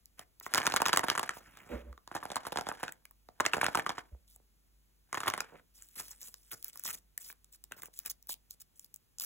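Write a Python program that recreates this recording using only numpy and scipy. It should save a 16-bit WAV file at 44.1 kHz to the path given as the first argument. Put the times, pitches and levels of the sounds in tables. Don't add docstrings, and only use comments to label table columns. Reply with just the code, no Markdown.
import sys
import numpy as np
from scipy import signal
from scipy.fft import rfft, irfft, next_fast_len
from scipy.io import wavfile
from scipy.ndimage import uniform_filter1d

SR = 44100
rng = np.random.default_rng(int(sys.argv[2]) if len(sys.argv) > 2 else 0)


def inscribe(sig):
    pcm = np.round(np.clip(np.atleast_2d(sig).T, -1, 1) * 32767)
    wavfile.write(sys.argv[1], SR, pcm.astype(np.int16))


N = 407925

# [f/Hz, level/dB]
HUSH_SPECTRUM = [(25, -23.5), (50, -10), (100, -17), (200, -20), (600, -32.5), (2000, -35.5), (7000, -36),
                 (16000, -33.5)]
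# [f/Hz, share]
HUSH_SHARED = [(60, 0.25), (200, 0.18), (1500, 0.091), (7000, 1)]
# [f/Hz, phase/rad]
PORT_LEAD = [(0, 0), (690, 1.5), (1460, 0.19), (2240, 1.11), (3620, 1.5), (16500, 20.5)]
# [f/Hz, left minus right level/dB]
PORT_TILT = [(100, -1.5), (450, -7.5), (1400, -0.5), (3000, -2), (7000, 0.5)]
# [f/Hz, t60/s]
ROOM_T60 = [(300, 0.34), (2000, 0.14), (10000, 0.057)]
# [full weight t/s, landing time t/s, boom level/dB, scrape level/dB]
BUMPS = [(1.751, 0.06, -39, -40), (1.906, 0.15, -45, -59.5), (4.127, 0.016, -42, -69)]
# [f/Hz, bandwidth f/Hz, relative level/dB]
TABLE_MODES = [(225, 44, 5), (331, 32, -1.5), (487, 63, 4), (584, 9.1, 4.5)]
# [f/Hz, relative level/dB]
SLEEVE_SPECTRUM = [(600, -7), (2100, -13.5), (5000, -33)]
# [ratio to ring frequency, relative level/dB, t60/s]
SHELL_MODES = [(.35, -19, 0.033), (.65, -5, 0.0074), (.9, 3, 0.012), (1.1, 6.5, 0.0063), (1.5, 0, 0.0095),
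               (2.2, -9, 0.0078)]
# [f/Hz, relative level/dB]
TICK_SPECTRUM = [(1500, -8.5), (3500, 3), (6500, 2), (9500, 1.5), (12000, -6.5), (16000, -8)]
# [f/Hz, relative level/dB]
FOIL_SPECTRUM = [(1200, -42.5), (2500, -20), (5000, -5.5), (8000, -2.5), (12000, -0.5), (16000, 3)]
# [f/Hz, relative level/dB]
SCUFF_SPECTRUM = [(150, -3.5), (500, -6.5), (1400, 1), (2300, -4.5), (3500, -20), (6000, -29)]
# [t/s, peak level/dB]
TAPS = [(4.148, -51), (4.4, -58), (7.712, -46), (7.766, -53), (7.883, -50.5), (8.543, -65)]
# (start t/s, count, mean interval t/s, mean peak level/dB)
CREAK = (5.522, 7, .0062, -47)
# [t/s, length t/s, fizz level/dB, scuff level/dB]
STROKES = [(0.177, 0.058, -67, -58.5), (0.426, 0.057, -56, -71), (1.341, 0.054, -57, -61),
           (1.405, 0.42, -72, -64.5), (4.274, 0.088, -67.5, -96), (5.433, 0.17, -86.5, -65.5),
           (5.741, 0.97, -67.5, -87), (5.748, 0.11, -69, -83), (5.957, 0.066, -52.5, -61),
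           (5.979, 0.033, -43, -58.5), (6.031, 0.1, -56, -70.5), (6.209, 0.088, -52, -72),
           (6.51, 0.037, -49, -56.5), (6.641, 0.06, -55, -69), (6.728, 0.26, -61, -73.5),
           (6.847, 0.068, -41, -58), (6.93, 0.024, -47, -59), (7.201, 0.12, -52, -73),
           (7.523, 0.039, -57.5, -81), (7.711, 0.035, -67, -62), (7.767, 0.04, -57.5, -64.5),
           (7.817, 0.062, -57.5, -67.5), (7.934, 0.051, -57, -82), (7.985, 0.069, -67, -78),
           (8.053, 0.03, -45, -56), (8.099, 0.018, -41.5, -76), (8.288, 0.047, -39.5, -80),
           (8.5, 0.046, -59.5, -86), (8.603, 0.021, -51.5, -75), (8.757, 0.11, -68, -95),
           (9.208, 0.06, -41.5, -67.5)]
# [t/s, peak level/dB, shell thud peak level/dB]
SNAPS = [(0.0573, -40.5, -76.0), (0.4, -36.5, -75), (2.9228, -33.5, -45), (3.054, -40, -44),
         (3.1108, -41, -56), (4.362, -40, -58.5), (5.8229, -36, -58), (5.888, -44, -76.0),
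         (5.9567, -38, -59), (5.993, -37, -45.0), (5.9998, -31, -36.5), (6.0824, -40, -59.0),
         (6.11, -35.0, -58.0), (6.2156, -35, -62), (6.342, -34, -51.5), (6.5176, -28, -62),
         (6.627, -33, -68), (6.6453, -22.5, -53), (6.6822, -33, -67), (6.758, -37, -47),
         (6.7747, -34.5, -56), (6.7961, -30.5, -51.5), (6.838, -27, -51), (6.85, -36, -53),
         (6.8549, -40, -36.5), (6.8786, -35, -36), (6.889, -40, -37), (6.9054, -36, -47),
         (6.9298, -33, -67), (6.947, -29.5, -48), (7.178, -24, -41), (7.301, -45, -40), (7.327, -40, -54),
         (7.445, -43.5, -73), (7.64, -35, -60), (7.7212, -30, -33), (7.821, -35, -44), (7.834, -29, -37),
         (7.8577, -35, -51.0), (7.9905, -21, -70), (8.0615, -23, -49), (8.0735, -38, -54.0),
         (8.0997, -26.5, -52), (8.111, -32, -52), (8.2269, -43.5, -80), (8.2717, -39.5, -70),
         (8.294, -30, -37), (8.3285, -44, -69), (8.3408, -33, -62), (8.5088, -32, -73), (8.7956, -36, -71),
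         (8.846, -40, -81.0), (8.9424, -34, -78), (8.9613, -37.5, -80), (9.1852, -33, -60),
         (9.1988, -23, -58), (9.209, -29.5, -48), (9.2387, -28, -46.5)]
# [start t/s, end t/s, level at start/dB, level at end/dB]
SHAKES = [(0.533, 1.305, -49.5, -51), (2.135, 2.868, -59, -57), (3.447, 3.985, -50, -58),
          (5.163, 5.41, -53.5, -55)]
# [t/s, peak level/dB, foil tick peak level/dB, shell ring f/Hz]
KNOCKS = [(0.1936, -38.5, -32, 710), (0.4107, -42, -66, 1200.0), (0.4644, -26, -33, 1190),
          (0.5384, -20, -16.5, 1620), (0.5469, -21.5, -14.5, 1250), (0.557, -20, -21, 1250),
          (0.5742, -23.5, -23, 1470), (0.5796, -19, -14.5, 1120), (0.6015, -26.5, -26.5, 885),
          (0.6102, -27, -52, 1090), (0.6305, -28, -35, 1510), (0.6519, -26.5, -34, 990),
          (0.6572, -23.5, -23.5, 1470), (0.667, -16.5, -15.5, 1510), (0.6738, -17, -17.5, 1160),
          (0.6999, -28, -30.5, 1070), (0.7218, -27.5, -19.5, 1180), (0.7396, -17, -22.5, 945),
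          (0.7627, -18, -15.5, 1530), (0.7676, -18.0, -18.5, 1300), (0.8027, -21, -34.5, 1070),
          (0.8189, -15.5, -18.5, 980), (0.8559, -20.0, -25.5, 1610), (0.8621, -17, -18, 1220),
          (0.8715, -32, -24, 1280.0), (0.8838, -24.5, -19, 930), (0.8927, -20.5, -25.5, 1170),
          (0.931, -16, -14, 1480), (0.9369, -16, -18.5, 1120), (0.9617, -23, -23, 1480),
          (0.973, -13.5, -11, 1260), (0.9933, -18.5, -21, 1180), (1.0341, -23, -35.5, 1230.0),
          (1.0403, -20, -29, 970), (1.0842, -18, -22.5, 1180), (1.1003, -18, -13, 1450.0),
          (1.1145, -23, -39, 1040), (1.1523, -23, -31, 1190), (1.1777, -20, -21.5, 1220.0),
          (1.1828, -25.5, -26.5, 1240), (1.195, -19.5, -20.5, 1190), (1.2306, -24.5, -26, 1080),
          (1.2926, -19.5, -23.5, 1480), (1.3683, -36.5, -56, 700.0), (1.5723, -43, -44.5, 1380),
          (1.9282, -45, -54, 1260.0), (1.9775, -44.5, -52.5, 1255), (2.0761, -39, -40.5, 1080),
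          (2.1146, -30, -61, 930), (2.1514, -24.5, -32, 855), (2.164, -25, -43, 1000.0),
          (2.2283, -31.0, -53, 1150), (2.2541, -27.5, -33.5, 870), (2.3025, -31.5, -34.5, 680),
          (2.3174, -30.5, -30, 740), (2.3583, -25.5, -20.0, 1070), (2.3661, -21.5, -27.5, 1020),
          (2.4515, -33, -42, 1140), (2.4682, -26.0, -31.5, 790.0), (2.5217, -29.5, -29.5, 670),
          (2.5278, -31.5, -37, 895), (2.5589, -22.5, -33, 860.0), (2.5724, -23, -22, 1030),
          (2.5862, -21, -32, 840), (2.6107, -28.5, -29, 824), (2.6685, -26, -34.5, 940),
          (2.6886, -24.5, -24.5, 850), (2.7154, -25.5, -57, 1030), (2.831, -25.5, -27.5, 880),
          (2.8807, -29.5, -32.5, 1570), (3.2878, -40, -47.5, 760.0), (3.4008, -15.5, -27.5, 1240),
          (3.4055, -16, -18.5, 1120), (3.4526, -20, -27.5, 1460), (3.4629, -17, -14, 1780),
          (3.5346, -13.5, -24.0, 1526), (3.5407, -23.5, -29, 1180), (3.5677, -23, -33, 750),
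          (3.5812, -23.5, -41.5, 840.0), (3.6138, -15.5, -24, 1400), (3.6306, -17.5, -40, 980),
          (3.6435, -21.5, -20, 1650), (3.6535, -23.5, -39, 990), (3.665, -18, -19.5, 1610),
          (3.6833, -21.5, -36.5, 900), (3.7485, -18.5, -27, 1360), (3.7538, -17, -20.5, 1110.0),
          (3.7734, -20, -25, 950), (3.7891, -22, -28.5, 800.0), (3.7959, -21.5, -28.5, 1380),
          (3.864, -19.5, -32, 1230), (3.8932, -23.5, -23, 900), (3.9036, -24.5, -37.5, 1060.0),
          (3.9813, -26.0, -40.5, 1175), (5.1289, -24.5, -28.5, 1280), (5.1446, -24.5, -30.5, 1210),
          (5.1734, -23, -34.5, 1110), (5.2046, -30, -27, 1260), (5.2336, -25.5, -35.5, 1370),
          (5.2591, -28, -54, 1240), (5.2711, -21, -38, 1170), (5.2802, -16.5, -18.5, 1206),
          (5.3007, -29.5, -24.5, 1180), (5.3379, -21.5, -28.5, 1290), (5.3778, -27, -31.0, 1160),
          (5.4053, -21.5, -21.0, 1570)]

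HUSH_DB = -72
SHELF_HZ, EDGE_HZ = 15800, 16850
BOOM_HZ, SAG_HZ_PER_S = 65, 15
BOOM_RISE_DB = 20
BOOM_FALL_DB_PER_S, SCRAPE_FALL_DB_PER_S = 419, 289
SWING_IN_DB_PER_S, SWING_OUT_DB_PER_S = 348, 181.5
REBOUND_S, LULL_DB = 0.0053, -1


def gain_of(db):
    return 10 ** (np.asarray(db) / 20)


def evened(x):
    return x / np.sqrt(np.mean(x ** 2) + 1e-20)


def read(points, hz):
    f, value = np.transpose(points)
    return np.interp(np.log(hz + 1), np.log(f + 1), value)


def coloured(x, points):
    size = next_fast_len(x.shape[-1])
    gain = gain_of(read(points, np.fft.rfftfreq(size, 1 / SR)))
    return irfft(rfft(x, size) * gain, size)[..., :x.shape[-1]]


def add(mix, s, sound):
    part = mix[round(s * SR):][:len(sound)]
    part += sound[:len(part)]


def sparse(per_s, spread_db):
    size = gain_of(spread_db * np.minimum(rng.exponential(1, N), 4))
    happens = rng.random(N) < per_s / SR
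    return size * happens * rng.choice([-1., 1.], N)


def ports(x):
    size = next_fast_len(N + 1000)
    hz = np.fft.rfftfreq(size, 1 / SR)
    phase = np.interp(hz, *np.transpose(PORT_LEAD))
    left = np.exp(.5j * phase) * gain_of(.5 * read(PORT_TILT, hz))
    return irfft(rfft(x, size) * np.array([left, 1 / left]), size)[:, :N]


def hush():
    size = next_fast_len(N)
    same = np.clip(read(HUSH_SHARED, np.fft.rfftfreq(size, 1 / SR)), 0, 1)
    shared = rfft(ports(rng.standard_normal(N)), size)
    own = rfft(rng.standard_normal((2, N)), size)
    mixed = irfft(np.sqrt(same) * shared + np.sqrt(1 - same) * own, size)[:, :N]
    t = np.arange(N) / SR
    drift = uniform_filter1d(uniform_filter1d(rng.standard_normal(N), 4000), 4000)
    waver_db = 2.8 * evened(drift)
    fade_db = np.interp(t, [8.6, 9.25], [0, -12])
    mains = gain_of(-71.5 + waver_db + fade_db) * np.sin(2 * np.pi * 50 * t)
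    return gain_of(HUSH_DB) * evened(coloured(mixed, HUSH_SPECTRUM)) + mains


def room(x):
    taps = np.zeros((2, SR // 2))
    slots = np.arange(300, SR // 2 - 20, 20)
    at = slots + rng.integers(0, 20, (2, (SR // 2 - 301) // 20))
    np.put_along_axis(taps, at, rng.choice([-1., 1.], at.shape), 1)
    hz, t, z = signal.stft(taps, SR, nperseg=256)
    decay = gain_of(-60 * t / read(ROOM_T60, hz)[:, None])
    tail = signal.istft(z * decay, SR, nperseg=256)[1]
    return signal.oaconvolve(x[None], tail / np.linalg.norm(tail[0]), axes=1)[:, :N]


def bumps():
    out = np.zeros(N)
    for (s, land, boom_db, scrape_db), c in zip(BUMPS, rng.standard_normal((len(BUMPS), SR // 3))):
        t = np.arange(len(c)) / SR
        after = t - land
        boom = np.sqrt(2) * np.sin(2 * np.pi * (BOOM_HZ * t - SAG_HZ_PER_S * t ** 2 / 2))
        boom *= gain_of(boom_db + np.minimum(BOOM_RISE_DB * after / land, -BOOM_FALL_DB_PER_S * after))
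        rings = 0
        for hz, width, db in TABLE_MODES:
            resonance = signal.iirpeak(hz, hz / width, SR)
            rings = rings + gain_of(db) * evened(signal.filtfilt(*resonance, c))
        scrape = evened(rings + 16.4 * coloured(c, SLEEVE_SPECTRUM))
        scrape *= gain_of(scrape_db - SCRAPE_FALL_DB_PER_S * np.maximum(after, 0))
        touch = np.minimum(t / (0.46 * land), 1)
        add(out, s - land, (boom + scrape) * touch)
    return out


def shell(hz, chance):
    t = np.arange(1400) / SR
    ring = 0
    for (ratio, db, t60), c in zip(SHELL_MODES, chance):
        envelope = gain_of(db + 3.2 * c - 60 * t / t60)
        ring = ring + envelope * np.sin(2 * np.pi * hz * ratio * (1 + 0.052 * c) * t)
    ring *= 1 - np.exp(-t / 0.0004)
    return ring / abs(ring).max()


def crack(chance, length, colour):
    t = np.arange(len(chance)) / SR / length
    own = [(hz, db + 4.7 * c) for (hz, db), c in zip(colour, chance[::-1])]
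    own += [(EDGE_HZ, -40)]
    pop = coloured(chance * t * np.exp(-t), own)
    return pop / abs(pop).max()


def taps():
    out = np.zeros(N)
    for (s, db), c in zip(TAPS, rng.standard_normal((len(TAPS), len(SHELL_MODES)))):
        add(out, s, gain_of(db) * shell(560, c))
    return out


def creak():
    out = np.zeros(N)
    s, count, step, db = CREAK
    for k, c in enumerate(rng.standard_normal((round(count), len(SHELL_MODES)))):
        add(out, s + step * (k + 0.13 * c[0]), gain_of(db + c[1]) * shell(580, c))
    return out


def patchy(x, patchy_db):
    z = signal.stft(x, nperseg=256)[2]
    across_hz = uniform_filter1d(rng.standard_normal(z.shape), size=12, axis=0)
    patches = evened(uniform_filter1d(across_hz, size=8, axis=1))
    return signal.istft(z * gain_of(patchy_db * patches), nperseg=256)[1][:N]


def rustle():
    effort = np.zeros((2, N))
    for s, length, fizz_db, scuff_db in STROKES:
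        effort[:, round(s * SR):round((s + length) * SR)] += gain_of([[fizz_db], [scuff_db]])
    settle = np.exp(-1 / (0.031 * SR))
    settling = signal.lfilter([1 - settle], [1, -settle], effort)
    effort = uniform_filter1d(effort, 350) + 0.07 * settling
    clumps = gain_of(0.83 * evened(uniform_filter1d(rng.standard_normal(N), 300)))
    fizz = np.zeros(N)
    for _ in range(8):
        clicks = sparse(90, spread_db=2.8)
        fizz += signal.oaconvolve(clicks, crack(rng.standard_normal(256), 0.00025, TICK_SPECTRUM))[:N]
    grain = patchy(evened(fizz) + .7 * rng.standard_normal(N), patchy_db=3.0)
    return sum(evened(coloured(grain, colour) * clumps) * e
               for colour, e in zip((FOIL_SPECTRUM, SCUFF_SPECTRUM), effort))


def snaps():
    out = np.zeros(N)
    for (s, db, shell_db), c in zip(SNAPS, rng.standard_normal((len(SNAPS), 513 + len(SHELL_MODES)))):
        add(out, s, gain_of(db) * crack(c[:512], 0.00054, FOIL_SPECTRUM))
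        thud_hz = 1650 * gain_of(2.85 * c[512])
        add(out, s, gain_of(shell_db) * shell(thud_hz, c[513:]))
    return out


def rebounds():
    kicks = np.zeros(N)
    s, db, _, _ = np.transpose(KNOCKS)
    kicks[np.round((s + .004) * SR).astype(int)] = np.sqrt(gain_of(db))
    after = signal.lfilter([1], [1, -np.exp(-1 / (REBOUND_S * SR))], kicks)
    return gain_of(LULL_DB) + after / (uniform_filter1d(after, size=SR // 4) + 1e-3)


def rattle():
    out = np.zeros(N)
    for hz in np.geomspace(800, 1900, 6):
        tap = shell(hz, rng.standard_normal(len(SHELL_MODES)))
        add(tap, 0, gain_of(-7.5) * crack(rng.standard_normal(512), 0.0022, TICK_SPECTRUM))
        out += signal.oaconvolve(sparse(45, spread_db=2.8), tap)[:N]
    t = np.arange(N) / SR
    level = np.zeros(N)
    for start, end, first_db, last_db in SHAKES:
        db = np.interp(t, [start, end], [first_db, last_db])
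        db -= SWING_IN_DB_PER_S * np.maximum(start - t, 0)
        db -= SWING_OUT_DB_PER_S * np.maximum(t - end, 0)
        level += gain_of(db)
    return evened(out) * level * rebounds()


def knocks():
    out = np.zeros(N)
    chances = rng.standard_normal((len(KNOCKS), 512 + len(SHELL_MODES)))
    for (s, db, tick_db, hz), c in zip(KNOCKS, chances):
        add(out, s, gain_of(db) * shell(hz, c[512:]))
        add(out, s, gain_of(tick_db) * crack(c[:512], .0006, TICK_SPECTRUM))
    return out


def scene():
    egg = knocks() + rattle() + snaps() + rustle() + creak() + taps()
    egg = coloured(egg, [(25, -15.5), (90, 2.0)])
    return ports(egg + bumps()) + gain_of(-17.5) * room(egg) + hush()


def record(dry):
    size = next_fast_len(N + SR)
    hz = np.fft.rfftfreq(size, 1 / SR)
    late = np.exp(-2j * np.pi * 1.5 * (np.log(1 + hz / 100) - hz / 2100))
    swept = irfft(rfft(dry, size) * late, size)[:, :N]
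    shelf = signal.firwin2(601, [0, SHELF_HZ - 200, SHELF_HZ + 200, SR / 2], [1, 1, .15, .15], fs=SR)
    edge = signal.firwin(511, EDGE_HZ, window=("kaiser", 9), fs=SR)
    return signal.oaconvolve(swept, np.convolve(shelf, edge)[None], "same")


dry = scene()
out = record(dry)
inscribe(out)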